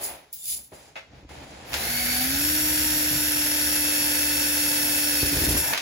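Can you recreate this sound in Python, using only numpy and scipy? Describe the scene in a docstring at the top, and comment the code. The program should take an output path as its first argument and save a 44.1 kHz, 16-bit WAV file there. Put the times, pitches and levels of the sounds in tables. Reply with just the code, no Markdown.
"""Indoors, close to the microphone: a cordless drill bores a plastic pipe held on a wooden table.
The tool is handled and set down, then spins up; one shaft phase drives hum, whine, brush buzz and gears.
Shaped noise makes brush hiss, rattle, pipe rumble, snags, hand rub and steel slides.
Decaying sines make table jolts and tool ring. The bit snags at the breakthrough; the trigger is let go
and the gears clack to a stop, over a quiet room."""
import sys
import numpy as np
from scipy import signal
from scipy.fft import rfft, irfft, next_fast_len
from scipy.io import wavfile
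from scipy.ndimage import uniform_filter1d

SR = 44100
rng = np.random.default_rng(int(sys.argv[2]) if len(sys.argv) > 2 else 0)


def wrap_up_sound(samples):
    """Save the sound to the file named by the first command line argument, as 16-bit audio."""
    columns = np.atleast_2d(samples).T
    # keep every value between -1 and 1, then stretch to whole-number steps
    tamed = np.clip(columns, -1, 1)
    steps = np.round(tamed * 32767).astype(np.int16)
    wavfile.write(sys.argv[1], SR, steps)


N = 256220
TIME = np.arange(N) / SR
FFT_SIZE = next_fast_len(N)
BINS = np.fft.rfftfreq(FFT_SIZE, 1 / SR)

# motor speeds in Hz = turns/s; spans are (from, to) in s
# trigger: half pressed, then squeezed home, then let go
START_S, HALF_HZ, SPIN_UP_S = 1.61, 247, 0.095
SQUEEZE_S, FULL_HZ = (2.12, 2.55), 303
STOP_S, BRAKE_HZ_PER_S, FADE_DB_PER_S = 5.73, 280, 360
# load: bit bites, drags more the longer it cuts, tip comes through the wall, bit comes free
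BITE_S, BITE_HZ, DRAG_FROM_S, DRAG_HZ_PER_S = (2.82, 3.4), 3.9, 3.0, 2.05
THROUGH_S, FREE_S = (5.3, 5.72), (5.56, 5.62)
# powers of speed by which gears and brushes grow during spin-up
RATTLE_POWER, BRUSH_POWER = 4.2, 4
SNAG_CHOP = 0.5  # depth of the level break-up in a snag


def drill(hz):
    """One shaft drives everything: unbalance, commutator, brushes and gears."""
    snagging = np.minimum(snags()[0] / undb(-32), 1)
    # the speed staggers in a snag
    flutter = 0.0002 + 0.0012 * snagging
    shaft = 2 * np.pi * np.cumsum(hz * (1 + flutter * walk(60))) / SR
    near_full = np.interp(hz, (276, 295), [0.05, 1])
    electric = whine(shaft, snagging, near_full) + brush_buzz(hz, shaft, near_full) + brush_hiss(shaft)
    return (rotor_hum(hz, shaft, snagging) + running(hz, BRUSH_POWER) * electric
            + gear_mesh(hz, shaft) + gear_rattle(hz, shaft))


# motor sag and recovery as the edges tear through: t/s, speed lost/Hz
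SAG = [(5.19, 0), (5.235, 4.8), (5.295, .5), (5.335, 7.5), (5.36, 6.5), (5.41, 2.3), (5.5, 0), (5.57, 3.5),
       (5.7, 1)]


def speed():
    """Motor speed in Hz: what the trigger asks for, less cutting load, snags and brake."""
    spin_up = 1 - np.exp(-np.maximum(TIME - START_S, 0) / SPIN_UP_S)
    asked = HALF_HZ * spin_up + (FULL_HZ - HALF_HZ) * ease(SQUEEZE_S)
    drag = DRAG_HZ_PER_S * np.maximum(TIME - DRAG_FROM_S, 0)
    load = (BITE_HZ * ease(BITE_S) + drag) * (1 - ease(THROUGH_S))
    slowed, = curve(SAG)
    brake = BRAKE_HZ_PER_S * np.maximum(TIME - STOP_S, 0)
    return np.maximum(asked - load - slowed - brake, 0)


def running(hz, power):
    """Gain that grows with the spin-up and fades when the trigger is let go."""
    fade = undb(-FADE_DB_PER_S * np.maximum(TIME - STOP_S, 0))
    return np.minimum(hz / HALF_HZ, 1) ** power * fade


# motor (whole multiples) and gear tones: multiple of motor speed,
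# relative level/dB under light load, relative level/dB under heavy load
TONES = [(.87, -63, -55), (1.13, -65, -59), (1.74, -68, -49), (2, -59, -53), (2.14, -58, -62),
         (3, -54, -50), (6, -56, -50), (6.74, -64, -56), (6.83, -58, -53), (8, -52, -55),
         (8.75, -56, -42.5), (9, -55, -50), (9.33, -54, -50), (11.09, -50, -48), (12, -55, -53),
         (15, -51, -50), (15.37, -63, -48), (18, -47, -46), (18.12, -50, -49), (18.22, -47, -46),
         (18.49, -47, -46), (18.67, -48, -48), (18.84, -48, -47), (19.11, -50, -48), (21, -60, -48),
         (23, -47, -49), (24, -43, -45), (25, -44, -45), (27, -40, -43), (29, -45, -43), (30, -46, -45),
         (31, -43, -43), (32, -50, -49), (33, -45, -36), (34, -45, -45), (35, -46, -43), (36, -37, -37),
         (37, -40, -52), (38, -47, -44), (39, -34, -38), (40, -46, -45), (41, -37, -42), (42, -40, -39),
         (48, -48, -45), (53, -65, -46)]
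# cutting load on the motor: t/s, load 0-1
LOAD = [(3.1, 0.06), (3.8, 0.97), (5.3, 1), (5.6, 0.7)]


def whine(shaft, snagging, near_full):
    """Commutator and gear tones stand out near full speed and trade strength with load."""
    load, = curve(LOAD)
    tones = sum(undb(light + load * (heavy - light)) * tone(k * shaft) for k, light, heavy in TONES)
    level = undb(-0.5 * ease(FREE_S)) * (1 - ease((5.69, 5.76))) * near_full
    return tones * level * (1 + SNAG_CHOP * snagging * walk(70))


# resonances of the motor can: f/Hz, width/Hz, relative level/dB
CAN_MODES = [(9700, 150, -40), (10400, 150, -39), (10940, 110, -37), (11520, 240, -37), (12100, 400, -41)]


def brush_buzz(hz, shaft, near_full, first=34, last=51, power=4.9):
    """Brush tones at multiples of the speed light up as they glide through the can's resonances."""
    comb = sum(tone(k * shaft) for k in range(first, last + 1))
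    can = sum(undb(db) * peak(centre, width) for centre, width, db in CAN_MODES)
    return filtered(comb, can) * (1 - near_full) * running(hz, power)


# brush noise: f/Hz, relative level/dB
BRUSH_COLOUR = [(3000, -21), (7000, -13), (8200, -11), (9700, -4), (11500, -1.5), (13000, 0), (14000, 1.5),
                (14600, -3), (15800, -7.5), (17000, -53)]


def brush_hiss(shaft, level_db=-29, free_db=-1.5, depth=0.074):
    """Brushes scrape hardest once a turn."""
    scrape = grit(2.4, 900) * (1 + depth * np.cos(shaft))
    return undb(level_db + free_db * ease(FREE_S)) * colour(scrape, BRUSH_COLOUR)


def rotor_hum(hz, shaft, snagging, level_db=-33.5, knee_hz=254.6, db_per_hz=0.5, planet_db=-16):
    """Unbalance hums at shaft speed, weaker below the knee; planet wheels add a narrow low band."""
    slow_db = -db_per_hz * np.maximum(knee_hz - hz, 0)
    level = undb(level_db + slow_db - 2 * ease(BITE_S) - 17 * ease(FREE_S))
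    unbalance = np.sqrt(2) * np.array([np.sin(shaft), np.cos(shaft)])
    unbalance = unbalance * (1 + SNAG_CHOP * snagging * walk(50))
    planets = band(0.235 * shaft, 10)  # planet turns per motor turn
    return level * (unbalance + undb(planet_db) * planets)


# tooth noise riding on the speed: multiple of motor speed, width/Hz, relative level/dB
TOOTH_BANDS = [(3, 40, -62), (9.1, 300, -49), (18.4, 400, -42)]
# case ring while the motor runs: f/Hz, width/Hz, relative level/dB
CASE_MODES = [(2597, 200, -49.5), (4500, 160, -45), (5560, 300, -49)]


def gear_mesh(hz, shaft, level_db=0.5, through_db=-8, free_db=-3, strain_db=10.5):
    """Meshing teeth ring the case, less so as the tip comes through the wall."""
    # gear strain swells the case ring just before the breakthrough snags
    strain = stroke(5.2, 0.022, 300, 500)
    case = ringing(CASE_MODES) * undb(strain_db * strain)
    teeth = through_case(sum(undb(db) * band(k * shaft, width) for k, width, db in TOOTH_BANDS))
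    level = undb(level_db + through_db * ease(THROUGH_S) + free_db * ease(FREE_S))
    return (teeth + case) * running(hz, RATTLE_POWER) * level


# case resonances and a dead spot: f/Hz, width/Hz, lift/dB
CASE_LIFT = [(748, 140, 18), (2160, 400, 11), (4550, 190, 10), (4820, 340, -11)]


def through_case(x):
    """Lift or cut whatever falls on a resonance or dead spot of the case."""
    lift_db = sum(db * peak(hz, width) for hz, width, db in CASE_LIFT)
    return filtered(x, undb(lift_db))


# gear rattle: f/Hz, relative level/dB
RATTLE_COLOUR = [(90, -85), (250, -3), (400, -10), (520, -1.5), (900, -7), (1150, -9), (1500, 4),
                 (2300, 0.5), (3050, -0.5), (3900, -1.5), (7200, -0.5), (9500, -7), (16000, -23)]


def gear_rattle(hz, shaft, level_db=-31.5, free_db=-3, worn_db=-5, ripple_db=2):
    """Dense tooth impacts; part of them repeats with each turn of the planet carrier."""
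    carrier_turns = 0.13 * shaft / (2 * np.pi)
    impacts = grit(1.9, 400) + undb(worn_db) * worn_teeth(carrier_turns, 3)
    level = running(hz, RATTLE_POWER) * undb(level_db + free_db * ease(FREE_S))
    return level * crowded(colour(impacts, RATTLE_COLOUR), ripple_db)


def worn_teeth(turns, spread_db, size=1100):
    """The same uneven tooth impacts come round with every turn of a wheel, as a pair."""
    wheels = [unit(teeth[:size]) for teeth in grit(spread_db, 900)]
    return np.array([np.interp(turns * size, np.arange(size), wheel, period=size) for wheel in wheels])


# pipe rumble: f/Hz, relative level/dB
SHAKE_COLOUR = [(25, -20), (42, -7), (64, 1), (76, 6), (98, -9.5), (129, 1), (200, -8.5), (300, -5.5),
                (550, -50)]
# snag chatter: f/Hz, relative level/dB
SNAG_COLOUR = [(30, -16), (54, 2), (85, -7), (130, -2), (200, -10), (290, 1), (450, -7.5), (800, -15.5),
               (2000, -27)]


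def pipe(hz, skate_db=-40.5, steadied_db=-4, shake_db=-0.5, catch_hz=58, catch_depth=0.23):
    """The pipe rumbles on the table, steadied by the bite; edges catch and jerk it in the snags."""
    snag, jerked = snags()
    _, shifted = grips()
    driven = running(hz, RATTLE_POWER) * undb(skate_db + steadied_db * ease(BITE_S))
    shake = np.sqrt(driven ** 2 + jerked ** 2 + shifted ** 2)
    catch_phase = 2 * np.pi * np.cumsum(catch_hz * (1 + 0.201 * walk(30))) / SR
    catches = 1 + catch_depth * np.cos(catch_phase)
    rumble = undb(shake_db) * shake * colour(grit(1.2, 25), SHAKE_COLOUR)
    return rumble + snag * colour(grit(0.83, 120) * catches, SNAG_COLOUR)


# cutting edges snag: t/s, held/s, chatter level/dB, relative rumble level/dB
SNAGS = [(3.11, 0.057, -59, -34.5), (5.232, 0.023, -33.5, -34), (5.318, 0.038, -35.5, -37),
         (5.375, 0.13, -33.5, -34), (5.549, 0.021, -29.5, -34), (5.61, 0.12, -43.5, -51)]


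def snags(swell_db_per_s=699.5, fall_db_per_s=400):
    """Summed snag strokes: chatter gain, rumble gain."""
    shapes = np.array([stroke(s, held, swell_db_per_s, fall_db_per_s) for s, held, *_ in SNAGS])
    *_, chatter_db, rumble_db = np.transpose(SNAGS)
    return undb(chatter_db) @ shapes, undb(rumble_db) @ shapes


# jolts of the pipe against the table: t/s, relative level/dB
JOLTS = [(1.135, -41), (1.229, -39), (1.249, -35), (1.41, -39), (3.125, -30), (5.23, -15), (5.26, -32),
         (5.366, -21), (5.419, -21), (5.474, -21), (5.489, -20.5), (5.51, -17), (5.523, -22), (5.546, -21),
         (5.56, -26)]
# table ring: nominal f/Hz, relative level/dB, t60/s
TABLE_MODES = [(53.7, -18, 0.14), (75, -5.5, 0.16), (123, -5.5, 0.053), (292, -2.5, 0.033),
               (450, -13.5, 0.022)]


def jolts():
    """Each jolt rings the table top as slightly detuned decaying sines, in the mid channel."""
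    out = np.zeros((2, N))
    for s, db in JOLTS:
        age = np.maximum(TIME - s, 0)
        for hz, mode_db, t60 in TABLE_MODES:
            pitch_hz = hz * (1 + 0.034 * rng.standard_normal())
            decay = np.exp(-np.log(1000) * age / t60)
            out[0] -= undb(db + mode_db) * decay * np.sin(2 * np.pi * pitch_hz * age)
    return out


# bit rasps on the rim of the hole: t/s, held/s, level/dB
RASPS = [(5.64, 0.064, -40), (5.733, .006, -31)]
# open pipe: f/Hz, width/Hz, relative level/dB
PIPE_MODES = [(620, 350, -5), (894, 260, -1), (1356, 250, -8.5), (1730, 300, -0.5), (2300, 540, -3)]


def pull_out(scrape_db=-2.5, swell_db_per_s=300, fall_db_per_s=449):
    """The flutes scrape the rim in uneven strokes and ring the pipe."""
    rasp = sum(undb(db) * stroke(s, held, swell_db_per_s, fall_db_per_s) for s, held, db in RASPS)
    return rasp * unit(ringing(PIPE_MODES) * undb(scrape_db * walk(130)))


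# knocks of bit, chuck and gears: t/s, level/dB, t60/s, tilt/(dB per octave), tool ring/dB
KNOCKS = [(.328, -30.5, .18, 24, -50), (.455, -30.5, .05, 14, -50), (.479, -28, .05, 14, -50),
          (.719, -50.5, .3, -11.5, -4), (.733, -48, .12, -11, -1.5), (.956, -41.5, .09, -3, 2.5),
          (.964, -43, .15, -4, 3), (.974, -44, .089, -2.5, 1.5), (1.291, -53, .12, -2, -12),
          (1.732, -20, 0.0087, 1, -19), (1.740, -14.5, .011, 2, -20), (5.734, -15, .018, -1, -18),
          (5.745, -29, .03, -3, -11), (5.776, -16.5, .014, 1.5, -22)]
# crack of a knock before tilt: f/Hz, relative level/dB
KNOCK_COLOUR = [(80, -31), (300, -8), (650, 6), (1000, 1.5), (1500, 7), (2300, 7.5), (3100, 6), (4200, 4),
                (7000, -1), (16000, -13.5)]


def knocks(chatter_db=1.5, size=SR // 2, room_t60_s=0.36):
    """Blows on hard plastic and steel; the tool rings, the room answers longer blows more."""
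    out, age = np.zeros((2, N + size)), np.arange(size) / SR
    for s, db, t60, tilt_db, ring_db in KNOCKS:
        direct, room = (np.exp(-np.log(1000) * age / t) for t in (t60, room_t60_s))
        room = room * np.sqrt(t60 / room_t60_s)
        tilted = [(hz, level_db + tilt_db * np.log2(hz)) for hz, level_db in KNOCK_COLOUR]
        crack = colour(grit(chatter_db, 300), tilted)[:, :size]
        blow = np.hypot(direct, room) * crack + undb(ring_db) * struck(age, tilt_db)
        start = int(s * SR)
        out[:, start:start + size] += undb(db) * np.minimum(age / 0.0005, 1) * blow
    return out[:, :N]


# ring of the knocked tool: nominal f/Hz, relative level/dB before tilt, t60/s
TOOL_MODES = [(543, -6.5, 0.19), (646, -5, 0.24), (854, -1, .14), (905, -4, 0.11), (1276, -5, .1),
              (1420, -6, .1), (1704, 0, .12), (2070, 2, .27), (2230, 1, .16), (2527, 1, .2), (2632, 1, .26),
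              (2859, -3, .26), (3380, -5, 0.24), (3650, -6, .22)]


def struck(age, tilt_db):
    """Tool modes ring out, slightly detuned each blow; a pair scaled to nominal starting rms 1."""
    hz, db, t60 = np.transpose(TOOL_MODES)
    gains = undb(db + tilt_db * np.log2(hz))
    pitches = hz * (1 + 0.0038 * rng.standard_normal(len(hz)))
    starts = rng.uniform(0, 2 * np.pi, (len(hz), 2, 1))
    ring = sum(g * np.exp(-np.log(1000) * age / t) * np.sin(2 * np.pi * f * age + p)
               for g, t, f, p in zip(gains, t60, pitches, starts))
    return ring * np.sqrt(2 / np.sum(gains ** 2))


def handling():
    """Hands rub on tool and pipe while steel slides."""
    return rubbing() + sliding()


# hand rub: f/Hz, relative level/dB
RUB_COLOUR = [(60, -20), (150, -10), (350, 1), (540, 3.5), (830, 2), (1100, -6.5), (2200, -4.5),
              (5000, -13.5), (8000, -22), (16000, -73)]


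def rubbing():
    """Skin on plastic: coloured grit under the grip strokes."""
    rub, _ = grips()
    return rub * colour(grit(1.0, 250), RUB_COLOUR)


# grip shifts: t/s, held/s, swell/(dB per s), rub level/dB, relative rumble level/dB
GRIPS = [(.02, 0.09, 120, -41, -52), (.51, .084, 148, -60.5, -57), (.728, .026, 900, -55, -59),
         (.8, 0.089, 298, -58.5, -63), (1.15, .041, 139, -54, -49), (1.305, 0.12, 900, -47, -47),
         (1.53, 0.14, 200, -48, -50.5), (1.735, 0.13, 298, -39, -43.5), (4.865, 0.03, 200, -41.5, -52)]


def grips(fall_db_per_s=117):
    """Summed grip strokes: rubbing gain, rumble gain."""
    shapes = np.array([stroke(s, held, swell, fall_db_per_s) for s, held, swell, *_ in GRIPS])
    *_, rubbing_db, rumble_db = np.transpose(GRIPS)
    return undb(rubbing_db) @ shapes, undb(rumble_db) @ shapes


# steel slide noise: f/Hz, relative level/dB
SLIDE_COLOUR = [(700, -58), (1400, -35), (2100, -14.5), (3000, -9.5), (4400, -7.5), (5000, -3.5),
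                (5500, -6.5), (7100, 1), (8200, 0), (9100, 12), (10000, 2.5), (11000, 11), (12000, 0.5),
                (12800, 10), (14000, -1), (15000, 6.5), (17000, -25)]
# ring of the sliding steel bit: f/Hz, width/Hz, relative level/dB
BIT_MODES = [(3550, 240, -8), (7170, 280, -2)]


def sliding(slide_db=2, catch_db=1.0, ripple_db=3.5, split_hz=8240):
    """Steel slides on steel and plastic in small catches, with a thin ring of the bit."""
    slide, treble, sing = slides()
    catches = undb(catch_db * walk(90.9))
    hiss = crowded(colour(grit(1.0, 400), SLIDE_COLOUR), ripple_db)
    dull = signal.sosfiltfilt(signal.butter(4, split_hz, fs=SR, output="sos"), hiss)
    scrape = undb(slide_db) * (slide * dull + treble * (hiss - dull))
    ring = sing * undb(3 * walk(62.0)) * ringing(BIT_MODES)
    return catches * (scrape + ring)


# slides: t/s, held/s, swell/(dB per s), relative levels/dB of hiss, its treble, bit ring
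SLIDES = [(.04, .0062, 516, -29, -30, -64), (.335, .005, 2500, -37, -49, -66),
          (.42, 0.046, 300, -52, -46, -50), (.5, 0.031, 290, -28, -30, -48),
          (.745, .0089, 700, -48, -57, -85), (.81, .084, 301, -53, -71, -88),
          (1.16, .037, 500, -72, -76, -90), (1.294, 0.15, 2500, -50.5, -64, -90),
          (1.495, .19, 400, -50, -70, -90)]


def slides(fall_db_per_s=198):
    """Summed slide strokes: gains of hiss, its treble and the ring."""
    shapes = np.array([stroke(s, held, swell, fall_db_per_s) for s, held, swell, *_ in SLIDES])
    *_, hiss_db, treble_db, ring_db = np.transpose(SLIDES)
    return undb(hiss_db) @ shapes, undb(treble_db) @ shapes, undb(ring_db) @ shapes


# room noise: f/Hz, relative level/dB
FLOOR_COLOUR = [(25, 15), (65, 10), (140, 11), (500, -14), (1300, -8), (7000, -7), (16000, -52)]


def room_floor(level_db=-66):
    """Quiet room: steady coloured noise."""
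    return undb(level_db) * colour(rng.standard_normal((2, N)), FLOOR_COLOUR)


# stereo width before port phase: f/Hz, side minus mid/dB
WIDTH = [(60, -14.5), (350, -12.5), (700, -1), (1300, 1), (2000, -3.5), (2800, 2), (4000, -2), (8000, 2.5),
         (10000, 1), (15000, 2)]
# diffuse share at the ports: f/Hz, level/dB
DIFFUSE = [(5200, -1.5), (6400, -5), (8500, -66), (15000, -42)]


def stereo(pair, opposed_hz=8600, every_hz=4700):
    """Unrelated mid and side; bass stays near the middle, treble port phase swings with pitch."""
    opposition = np.cos(2 * np.pi * (BINS - opposed_hz) / every_hz)
    opposed = np.clip(1 - response(DIFFUSE), 0, 0.995) * opposition
    width = response(WIDTH) * np.sqrt((1 + opposed) / (1 - opposed))
    mid = filtered(pair[0], np.minimum(1 / width, 1))
    side = filtered(pair[1], np.minimum(width, 1))
    return np.array([mid + side, mid - side])


def tone(phase, waver=0.25):
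    """A line that reaches the two ports by different paths and wavers as the tool moves."""
    start = rng.uniform(0, 2 * np.pi)
    steady = np.sqrt(2) * np.array([np.cos(phase + start), np.sin(phase + start)])
    return steady + waver * band(phase, 14)


def band(phase, width_hz):
    """A narrow band of noise around a running phase, as a pair."""
    return np.array([walk(width_hz) * np.cos(phase) + walk(width_hz) * np.sin(phase) for _ in range(2)])


def ringing(modes):
    """Resonances kept ringing by irregular contact."""
    return sum(undb(db) * band(2 * np.pi * hz * TIME, width) for hz, width, db in modes)


def grit(spread_db, rate_hz):
    """Dense tiny impacts of uneven strength, as a pair."""
    return rng.standard_normal((2, N)) * undb(spread_db * walk(rate_hz))


def walk(rate_hz):
    """Smoothed random control of rms 1, a new target rate_hz times a second."""
    k = max(int(SR / rate_hz), 1)
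    steps = np.repeat(rng.standard_normal(N // k + 1), k)[:N]
    return unit(uniform_filter1d(steps, k))


def colour(x, points):
    """Filter by a spectrum, to rms 1."""
    return unit(filtered(x, response(points)))


def crowded(x, ripple_db, spacing_hz=45):
    """Many small resonances make a spectrum uneven; rms 1."""
    hz = np.arange(0, SR / 2, spacing_hz)
    ripple = np.interp(BINS, hz, rng.standard_normal(len(hz)))
    return unit(filtered(x, undb(ripple_db * ripple)))


def filtered(x, gain):
    """Weight every FFT bin by a gain."""
    return irfft(rfft(x, FFT_SIZE) * gain, FFT_SIZE)[..., :N]


def response(points):
    """Gain at every FFT bin from (f/Hz, level/dB) points."""
    hz, db = np.transpose(points)
    return undb(np.interp(np.log(BINS + 1), np.log(hz), db))


def peak(hz, width_hz):
    """A bell of height 1 over the FFT bins."""
    return 1 / (1 + (2 * (BINS - hz) / width_hz) ** 2)


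def stroke(s, held, swell, fall):
    """Gain that swells to 1 at s, is held and falls away; slopes in dB per s."""
    return undb(-swell * np.maximum(s - TIME, 0) - fall * np.maximum(TIME - s - held, 0))


def ease(span):
    """Smooth step from 0 to 1 over (from s, to s)."""
    u = np.clip((TIME - span[0]) / (span[1] - span[0]), 0, 1)
    return u * u * (3 - 2 * u)


def curve(rows):
    """One control per column, joined by straight lines."""
    s, *columns = np.transpose(rows)
    return [np.interp(TIME, s, c) for c in columns]


def undb(db):
    """Decibels to gain."""
    return 10 ** (np.asarray(db) / 20)


def unit(x):
    """Scale to rms 1."""
    return x / np.sqrt(np.mean(x ** 2))


def scene():
    """Tool, pipe and hands over a quiet room."""
    hz = speed()
    work = drill(hz) + pipe(hz) + jolts() + pull_out()
    return stereo(work + knocks() + handling() + room_floor())


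def record(dry, low_cut_hz=44, top_hz=15900):
    """Cut the deep bass gently and the top steeply."""
    thin = signal.sosfilt(signal.butter(4, low_cut_hz, "high", fs=SR, output="sos"), dry)
    return signal.sosfilt(signal.ellip(10, 0.2, 80, top_hz, fs=SR, output="sos"), thin)


dry = scene()
out = record(dry)
wrap_up_sound(out)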